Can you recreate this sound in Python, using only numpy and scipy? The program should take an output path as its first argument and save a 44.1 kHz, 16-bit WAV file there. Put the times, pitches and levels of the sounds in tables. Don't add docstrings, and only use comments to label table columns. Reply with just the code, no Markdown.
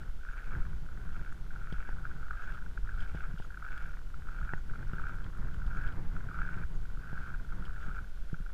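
import sys
import numpy as np
from scipy import signal
from scipy.fft import rfft, irfft, next_fast_len
from scipy.io import wavfile
from scipy.ndimage import uniform_filter1d

SR = 44100
rng = np.random.default_rng(int(sys.argv[2]) if len(sys.argv) > 2 else 0)


def master(y):
    cut = np.clip(np.atleast_2d(y).T, -1, 1)
    pcm = np.round(cut * 32767)
    wavfile.write(sys.argv[1], SR, pcm.astype(np.int16))


N = 376305
TIME = np.arange(N) / SR


def undb(db):
    return 10 ** (np.asarray(db) / 20)


def unit(x):
    return x / np.sqrt(np.mean(x ** 2))


def curve(rows):
    return np.interp(TIME, *np.transpose(rows))


def gains(points, hz):
    f, db = np.transpose(points)
    return undb(np.interp(np.log(np.maximum(hz, 1)), np.log(f), db))


def noise(points):
    size = next_fast_len(N)
    white = rfft(rng.standard_normal(size))
    shaped = white * gains(points, np.fft.rfftfreq(size, 1 / SR))
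    return unit(irfft(shaped, size)[:N])


def ring(points, size=1024):
    cepstrum = irfft(np.log(gains(points, np.fft.rfftfreq(size, 1 / SR))))
    cepstrum[1:size // 2] *= 2
    cepstrum[size // 2 + 1:] = 0
    response = irfft(np.exp(rfft(cepstrum)))
    return response / np.abs(response).max()


def steady(x, span_s):
    width = int(span_s * SR) + 1
    power = uniform_filter1d(uniform_filter1d(x ** 2, width), width)
    return x / np.sqrt(power + 1e-12)


def add(track, s, sound):
    start = max(int(s * SR), 0)
    track[start:start + len(sound)] += sound[:max(N - start, 0)]


def stick_slip(rate, jitter, scatter_db):
    chance = rng.standard_normal((N // 10, 2))
    stress_built = np.cumsum(rate) / SR
    thresholds = np.cumsum(np.exp(jitter * chance[:, 0]))
    at = np.searchsorted(stress_built, thresholds)
    sizes = undb(scatter_db * np.clip(chance[:, 1], -2, 2))
    return np.bincount(at, sizes, N + 1)[:N]


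LAND_DB_PER_S, ROLL_S = 200, .12
REST_DB, CRUNCH_REST_DB, RASP_REST_DB = -65.5, -75, -85.5
RASP_SLOPE = 1.4

# (heel lands [s], full weight [s], toe pushes off [s], lifting rate [dB/s],
# creak under heel [dB], creak at full weight [dB], creak at push [dB], easing between the two [dB],
# crunch [dB], rasp [dB])
FOOTSTEPS = [(-0.35, -0.15, 0.02, 130, -58, -54, -55.5, 0.5, -65, -86),
             (0.248, 0.361, 0.55, 70, -56, -49.5, -49.5, 5, -66.5, -65),
             (0.86, 1.159, 1.28, 130, -61, -53, -52, 4, -69, -70),
             (1.519, 1.73, 1.89, 150, -58, -53, -49.5, 3, -66, -67),
             (2.0, 2.41, 2.53, 160, -56.5, -47, -48, 1.5, -62, -67),
             (2.869, 3.011, 3.24, 100, -57, -49, -50, 4.5, -64, -67),
             (3.551, 3.72, 3.86, 95, -59, -48, -49, 0.5, -63.5, -64.5),
             (4.27, 4.36, 4.52, 170, -56, -53, -47.5, 1.5, -65, -75),
             (4.709, 4.989, 5.1, 85, -57.5, -50, -48, 1, -64.5, -67),
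             (5.35, 5.775, 5.885, 140.5, -57.5, -46, -46.5, 1.5, -63, -69),
             (6.139, 6.391, 6.625, 380, -57, -47, -51, 0.5, -65.5, -64),
             (7.019, 7.17, 7.29, 150, -55, -47.5, -50, 1, -65.5, -74),
             (7.5, 7.84, 7.98, 260.5, -58, -51, -47.5, 2.5, -64.5, -74),
             (8.29, 8.377, 9.3, 110, -62, -63, -59, 2, -75, -86)]


def tread():
    creak_db, crunch_db, rasp_db = (np.full(N, 1. * db) for db in (REST_DB, CRUNCH_REST_DB, RASP_REST_DB))
    for (lands, full, pushes, lift_db_per_s,
         heel_db, full_db, push_db, ease_db, crystals_db, grind_db) in FOOTSTEPS:
        rolling_db = np.clip((full - TIME) / ROLL_S, 0, 1) * (heel_db - full_db)
        landing_db = -LAND_DB_PER_S * np.maximum(lands - TIME, 0)
        lifting_db = -lift_db_per_s * np.maximum(TIME - pushes, 0)
        weight_db = rolling_db + landing_db + lifting_db
        stance = np.clip((TIME - full) / (pushes - full), 0, 1)
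        press_db = full_db + stance * (push_db - full_db) - ease_db * np.sin(np.pi * stance) ** 2
        creak_db = np.maximum(creak_db, press_db + weight_db)
        crunch_db = np.maximum(crunch_db, crystals_db + weight_db)
        rasp_db = np.maximum(rasp_db, grind_db + RASP_SLOPE * weight_db)
    return creak_db, crunch_db, rasp_db


SQUEAK_HZ, SQUEAK_SPREAD, SLIP_S = 1446, 0.032, 0.0051

# (multiple of the pitch, level [dB])
JUDDER_PARTIALS = [(1, 0), (.58, -22), (1.6, -25)]


def squeak(hz, length_s, edge):
    t = TIME[:int(length_s * SR)]
    multiple, db = np.transpose(JUDDER_PARTIALS)
    judder = undb(db) @ np.sin(2 * np.pi * hz * np.outer(multiple, t))
    swell = np.sin(np.pi * t / length_s) ** edge
    return swell * judder


REFERENCE_SLIP_DB = -34
SNAP_SHORTENS = 0.024

# (time [s], level [dB], pitch [Hz])
DISTINCT_SLIPS = [(0.211, -49, 1500), (0.234, -45, 1450), (0.2882, -35.5, 1510), (0.387, -41, 1530),
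                  (1.0, -49, 1460), (1.156, -43, 1408), (1.262, -42.5, 1470), (1.507, -42, 1510),
                  (1.561, -37.5, 1445), (1.615, -42, 1420), (1.888, -45, 1450), (1.928, -42.5, 1470),
                  (1.985, -43, 1450), (2.0535, -31, 1440), (2.1137, -39, 1480), (2.23, -38.5, 1400),
                  (2.267, -43, 1360), (2.3097, -27.5, 1415), (2.3374, -40.5, 1300), (2.353, -41, 1340),
                  (2.588, -42.5, 1535), (2.6226, -42, 1474), (2.6626, -41, 1478), (2.7763, -33.5, 1485),
                  (2.8919, -34, 1540), (2.918, -45, 1530), (2.941, -42, 1414), (2.994, -39.5, 1515),
                  (3.206, -36.5, 1460), (3.297, -55, 1446), (3.327, -60.5, 1470), (3.376, -42.5, 1450),
                  (3.423, -44, 1470), (3.448, -42.5, 1373), (3.5052, -40, 1510), (3.5442, -39.5, 1549),
                  (3.5738, -35.5, 1430), (3.6259, -35, 1364), (3.649, -36, 1430), (3.665, -36.5, 1400),
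                  (3.686, -38, 1540), (3.719, -43, 1507), (4.142, -40, 1365), (4.2874, -37, 1380),
                  (4.3874, -37, 1456), (4.4145, -36.5, 1370), (4.4924, -31.5, 1502), (4.579, -41, 1470),
                  (4.697, -41, 1467), (4.757, -39, 1424), (4.828, -39.5, 1520), (4.934, -36.5, 1432),
                  (4.9682, -39, 1429), (4.984, -34, 1530), (4.997, -33, 1370), (5.0402, -33, 1400),
                  (5.069, -33, 1478), (5.095, -33.5, 1403), (5.619, -40, 1467), (5.713, -38.5, 1475),
                  (5.7495, -35.5, 1427), (5.848, -36, 1466), (6.1657, -35.5, 1383), (6.209, -42, 1524),
                  (6.2884, -36.5, 1466), (6.3139, -36.5, 1337), (6.345, -35, 1370), (6.359, -38, 1450),
                  (6.39, -31.5, 1360), (6.418, -27.5, 1457), (6.4311, -35, 1570), (6.452, -36, 1525),
                  (6.4752, -35.5, 1544), (6.4904, -31, 1460), (6.543, -38.5, 1478), (6.584, -39.5, 1500),
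                  (6.6363, -35.5, 1507), (6.854, -44, 1474), (6.899, -47.5, 1462), (6.948, -48, 1489),
                  (6.994, -48, 1518), (7.035, -43, 1523), (7.072, -42.5, 1490), (7.097, -42, 1471),
                  (7.155, -40, 1475), (7.1783, -37, 1470), (7.3027, -37, 1430), (7.3408, -37.5, 1521),
                  (7.347, -37, 1472), (7.398, -43.5, 1493), (7.448, -45.5, 1440), (7.5236, -37.5, 1394),
                  (7.6244, -40, 1372), (7.694, -42, 1455), (7.78, -45, 1409), (7.841, -37.5, 1440),
                  (7.914, -40, 1452), (7.9673, -37.5, 1400), (7.9895, -34, 1434), (8.044, -46.5, 1534),
                  (8.297, -48, 1503), (8.3435, -36, 1460), (8.387, -50, 1480), (8.463, -43, 1433)]


def distinct_slips():
    out = np.zeros(N)
    for s, db, hz in DISTINCT_SLIPS:
        length_s = SLIP_S * np.exp(-SNAP_SHORTENS * (db - REFERENCE_SLIP_DB))
        add(out, s - .0015, undb(db) * squeak(hz, length_s, edge=0.94))
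    return out


RELIEF_S, RELIEF = 0.015, .62


def stress():
    relief = np.zeros(N)
    for s, _, _ in DISTINCT_SLIPS:
        add(relief, s + SLIP_S / 2 - RELIEF_S / 2, np.hanning(int(RELIEF_S * SR)))
    return np.clip(1 - RELIEF * relief, 0, 1)


LOOSE_PER_S, LOOSE_REST_PER_S = 34, 5
HEEL_DB, LOOSE_DB, LOOSE_SLOPE = -56, -43, 0.63


def loose_slips(tread_db):
    out = np.zeros(N)
    light_db = np.minimum(tread_db - HEEL_DB, 0)
    rate = np.where(tread_db > REST_DB, LOOSE_PER_S, LOOSE_REST_PER_S)
    pulses = stick_slip(rate, jitter=.6, scatter_db=2.5)
    at = np.flatnonzero(pulses)
    for i, (detune, stretch) in zip(at, rng.standard_normal((len(at), 2))):
        size = pulses[i] * undb(LOOSE_DB + LOOSE_SLOPE * light_db[i])
        hz = SQUEAK_HZ * (1 + SQUEAK_SPREAD * detune)
        length_s = SLIP_S * np.exp(0.26 * stretch)
        add(out, i / SR, size * squeak(hz, length_s, edge=6.6))
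    return out


CREAK_PER_S, CREAK_GAIN_PER_S = 165, 170
CREAK_SLIP_S, CREAK_SHORTENS = .006, .2
SQUEAK_RISE, SQUEAK_WANDER = 0.02, 0.013
GRIP_DB = 1.0


def creak(tread_db):
    load = undb(tread_db - tread_db.max())
    grip = noise([(1, 0), (15, 0), (60, -48), (300, -140)])
    firmness = noise([(1, 0), (12, 0), (50, -48), (300, -140)])
    rate = (CREAK_PER_S + CREAK_GAIN_PER_S * load ** 2) * np.exp(.2 * grip)
    pulses = stick_slip(rate, jitter=.28, scatter_db=4.5)
    at = np.flatnonzero(pulses)
    out = np.zeros(N)
    for i, (detune, stretch, late) in zip(at, rng.standard_normal((len(at), 3))):
        s = i / SR + 0.003146 * (1 - load[i]) ** 2 * late
        pitch_shift = SQUEAK_RISE * load[i] + SQUEAK_WANDER * firmness[i] + SQUEAK_SPREAD * detune
        hz = SQUEAK_HZ * (1 + pitch_shift)
        length_s = CREAK_SLIP_S * (1 - CREAK_SHORTENS * load[i]) * np.exp(.2 * stretch)
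        add(out, s - length_s / 2, pulses[i] * squeak(hz, length_s, edge=1.0))
    return steady(out, .035) * undb(tread_db + GRIP_DB * grip)


def fracture(colour, level_db):
    pulses = stick_slip(np.full(N, 1200.), jitter=.9, scatter_db=9.5) * rng.choice([-1, 1], N)
    snaps = steady(signal.fftconvolve(pulses, ring(colour))[:N], .06)
    return snaps * undb(level_db)


# (frequency [Hz], relative level [dB])
CRUNCH_SPECTRUM = [(150, -11.5), (330, 1.5), (700, 4.5), (1100, -3), (1600, -4), (2000, -4.5), (2600, -3.5),
                   (2900, -7.5), (3400, -7.5), (3900, -17), (5000, -15.5), (12000, -28)]


def crunch(level_db):
    return fracture(CRUNCH_SPECTRUM, level_db)


RASP_WITH_SLIPS = 0.63

# (frequency [Hz], relative level [dB])
RASP_SPECTRUM = [(800, -29), (1500, -19), (1850, -2), (2050, -15), (2200, 0), (2350, -1), (2450, -10),
                 (2600, -5.5), (2780, -12.5), (4000, -28), (12000, -54)]


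def rasp(squeaks, level_db):
    slip_level = np.sqrt(np.abs(uniform_filter1d(squeaks ** 2, int(.002 * SR))))
    slipping = steady(slip_level, .06)
    spurts = np.sqrt(1 - RASP_WITH_SLIPS + RASP_WITH_SLIPS * slipping ** 2)
    return spurts * fracture(RASP_SPECTRUM, level_db)


# (time [s], thud level [dB], clack level [dB],
# hardness as a low-pass corner [Hz]), levels before the low-pass
GEAR_KNOCKS = [(1.7254, -37.5, -41, 2984), (1.891, -70, -27.5, 1202), (2.788, -47, -52, 499.6),
               (3.148, -40, -22.5, 566), (3.158, -68, -60, 259.8), (3.339, -40, -60, 239.5),
               (3.4003, -46, -28.5, 950), (4.255, -51, -51, 500), (4.536, -38, -22, 3807),
               (4.934, -38.5, -35, 799.8), (6.568, -40, -56.5, 298), (6.977, -46.5, -62, 330.6),
               (7.130, -40.5, -32, 1001), (7.881, -39, -59, 279.8), (8.236, -54, -57, 399.6),
               (8.330, -35.5, -26.5, 402), (8.402, -43.5, -60, 301)]
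# (frequency [Hz], relative level [dB], 60 dB decay time [s])
BODY_MODES = [(161.3, 3.5, 0.072), (107, 13, 0.015), (330, 0, 0.0093)]
# (frequency [Hz], relative level [dB])
CLACK_SPECTRUM = [(100, 3.5), (330, 6.5), (560, -0.5), (850, 5.5), (1150, -1.5), (1550, 10), (1900, 7),
                  (2250, -20), (2700, -15), (3160, -24), (4000, -35), (12000, -41)]


def knocks():
    out, t = np.zeros(N), TIME[:SR // 8]
    thud = np.zeros(len(t))
    for hz, db, t60 in BODY_MODES:
        thud += undb(db) * np.sin(2 * np.pi * hz * t) * np.exp(-np.log(1000) * t / t60)
    clack = ring(CLACK_SPECTRUM, size=2 * len(t))[:len(t)]
    for s, thud_db, clack_db, corner_hz in GEAR_KNOCKS:
        blow = undb(thud_db) * thud + undb(clack_db) * clack
        add(out, s, signal.lfilter(*signal.butter(3, corner_hz, fs=SR), blow))
    return out


TICK_RISE_S = 0.00022

# (time [s], level before the rise and the split [dB],
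# decay time constant [s], share of bright snap [0-1])
CLOTH_TICKS = [(1.128, -67, .015, 0.05), (1.328, -57, 0.0015, .9), (1.724, -51, 0.006, 0),
               (2.535, -61, 0.022, 0.1), (2.985, -65, 0.04, 0.05), (3.004, -52, 0.0066, 0.1),
               (3.025, -61, 0.015, .04), (3.151, -63, 0.03, 0.03), (3.383, -59.5, 0.027, 0.05),
               (3.42, -63, 0.022, 0), (3.7778, -46.5, .002, 0.2), (4.932, -59, 0.0049, 0),
               (5.155, -59.5, 0.0018, 0.9), (5.243, -52.5, 0.0029, 0.01), (5.3741, -55, 0.0014, 0.83),
               (5.541, -55, 0.006, 0.19), (5.664, -51, 0.0031, 0.07), (5.875, -54.5, 0.0048, 0.05),
               (5.923, -57, 0.0027, 0.02), (6.164, -60.5, .004, 0), (7.652, -55, 0.0097, 0.04),
               (7.8, -66, 0.049, 0.01), (8.328, -64, .006, 0.02)]
# (frequency [Hz], relative level [dB])
CLOTH_SPECTRUM = [(800, -12), (2000, -4), (2500, -3), (2850, 2), (3350, 4), (3650, -4), (4150, -15),
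                  (4950, -5), (5600, -17), (14000, -28)]
# (frequency [Hz], relative level [dB])
SNAP_SPECTRUM = [(3000, -23), (7500, 8), (11000, 6), (15000, -5)]


def ticks():
    dull, bright, t = np.zeros(N), np.zeros(N), TIME[:SR // 8]
    for s, db, decay_s, share in CLOTH_TICKS:
        burst = undb(db) * (1 - np.exp(-t / TICK_RISE_S)) * np.exp(-t / decay_s)
        add(dull, s, (1 - share) * burst)
        add(bright, s, share * burst)
    return dull * noise(CLOTH_SPECTRUM) + bright * noise(SNAP_SPECTRUM)


CHIRP_TIMES = [0.305, 1.305, 2.41, 3.425, 4.558, 5.75, 6.731, 7.824]


def chirps(pitch_hz, level_db, glide):
    out, swell = np.zeros(N), np.hanning(int(0.047 * SR))
    fall = np.linspace(1, -1, len(swell))
    for s in CHIRP_TIMES:
        hz = pitch_hz * (1 + glide * fall * rng.uniform(0.024, 1))
        phase = 2 * np.pi * np.cumsum(hz) / SR
        add(out, s, undb(level_db) * swell * np.sin(phase))
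    return out


FLUTTER_DB, EDDY_FLUTTER_DB = 2.2, 2.54

# (time [s], gust level before offset and flutter [dB])
GUST_LEVELS = [(0.1, -44), (.38, -43), (.66, -34.5), (.88, -43), (1.2, -39.5), (1.42, -43), (1.8, -38.5),
               (2.6, -43), (2.95, -35.5), (3.55, -46.5), (3.85, -41), (4.08, -45), (4.5, -39.5),
               (5.35, -40), (5.95, -33), (6.25, -38.5), (6.75, -38), (7.08, -43.5), (7.8, -39), (8.53, -44)]
# (time [s], level before flutter [dB])
EDDY_LEVELS = [(0.03, -49.5), (.27, -63), (.44, -58.5), (.54, -44), (.74, -48), (.92, -53), (1.05, -48),
               (1.3, -52.5), (1.6, -50), (1.85, -54), (2.14, -45), (2.28, -60), (2.6, -52), (2.87, -49.5),
               (3.3, -53), (3.68, -59.5), (3.88, -53.5), (4.0, -57), (4.2, -51), (4.6, -52.5), (4.82, -46),
               (5.2, -49), (5.52, -44), (5.68, -47), (5.92, -44), (6.22, -44.5), (6.37, -49), (6.58, -44),
               (6.92, -52.5), (7.27, -48), (7.4, -50.5), (7.6, -46.5), (7.8, -54.5), (7.95, -48),
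               (8.18, -62), (8.53, -57)]
# (frequency [Hz], relative level [dB])
SWAY_SPECTRUM = [(2, 0), (6, -5), (10, 3), (15, -8), (20, -20), (30, -6), (60, -99)]
BUFFET_SPECTRUM = [(8, -53.5), (15, -6), (22, -6), (32, -12.5), (45, -13), (65, -19), (100, -38),
                   (200, -45.5), (500, -108), (2000, -160)]
EDDY_SPECTRUM = [(30, -24), (70, 3), (110, 2.5), (130, 1), (165, 2), (205, -10.5), (300, -15), (420, -18.5),
                 (600, -26.5), (1000, -23), (2000, -30), (6000, -85), (15000, -100)]
# (modulation frequency [Hz], relative level [dB])
FLUTTER_SPECTRUM = [(1, -10), (4, -3.5), (8, -2.5), (30, -32), (200, -140)]


def wind():
    gust_db = curve(GUST_LEVELS)
    sway_db = .5 * gust_db - 13.0
    buffet_db = gust_db + 1.0 + FLUTTER_DB * noise(FLUTTER_SPECTRUM)
    eddy_db = curve(EDDY_LEVELS) + EDDY_FLUTTER_DB * noise(FLUTTER_SPECTRUM)
    sway = steady(noise(SWAY_SPECTRUM), 0.18) * undb(sway_db)
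    buffet = steady(noise(BUFFET_SPECTRUM), 0.12) * undb(buffet_db)
    eddies = steady(noise(EDDY_SPECTRUM), 0.084) * undb(eddy_db)
    return sway + buffet + eddies


# (frequency [Hz], relative level [dB])
HISS_SPECTRUM = [(100, 18.5), (500, 11.5), (900, 5.5), (1800, 5.5), (2500, 1), (3300, 2.5), (3900, -0.5),
                 (5000, -2.5), (7000, -5.5), (9300, -9.5), (10100, -7.5), (11300, -11.5), (12500, -9),
                 (15000, -13)]


def hiss(level_db):
    return undb(level_db) * noise(HISS_SPECTRUM)


def scene():
    tread_db, crunch_db, rasp_db = tread()
    other_slips = loose_slips(tread_db) + creak(tread_db)
    squeaks = distinct_slips() + stress() * other_slips
    boots = squeaks + crunch(crunch_db) + rasp(squeaks, rasp_db)
    gear = knocks() + ticks() + chirps(pitch_hz=6700, level_db=-72.5, glide=0.019)
    return (boots + gear + wind() + hiss(level_db=-62.0))[None]


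TOP_HZ = 15300


def record(dry):
    low_pass = signal.ellip(10, .2, 80, TOP_HZ, fs=SR, output="sos")
    return signal.sosfilt(low_pass, dry)


dry = scene()
out = record(dry)
master(out)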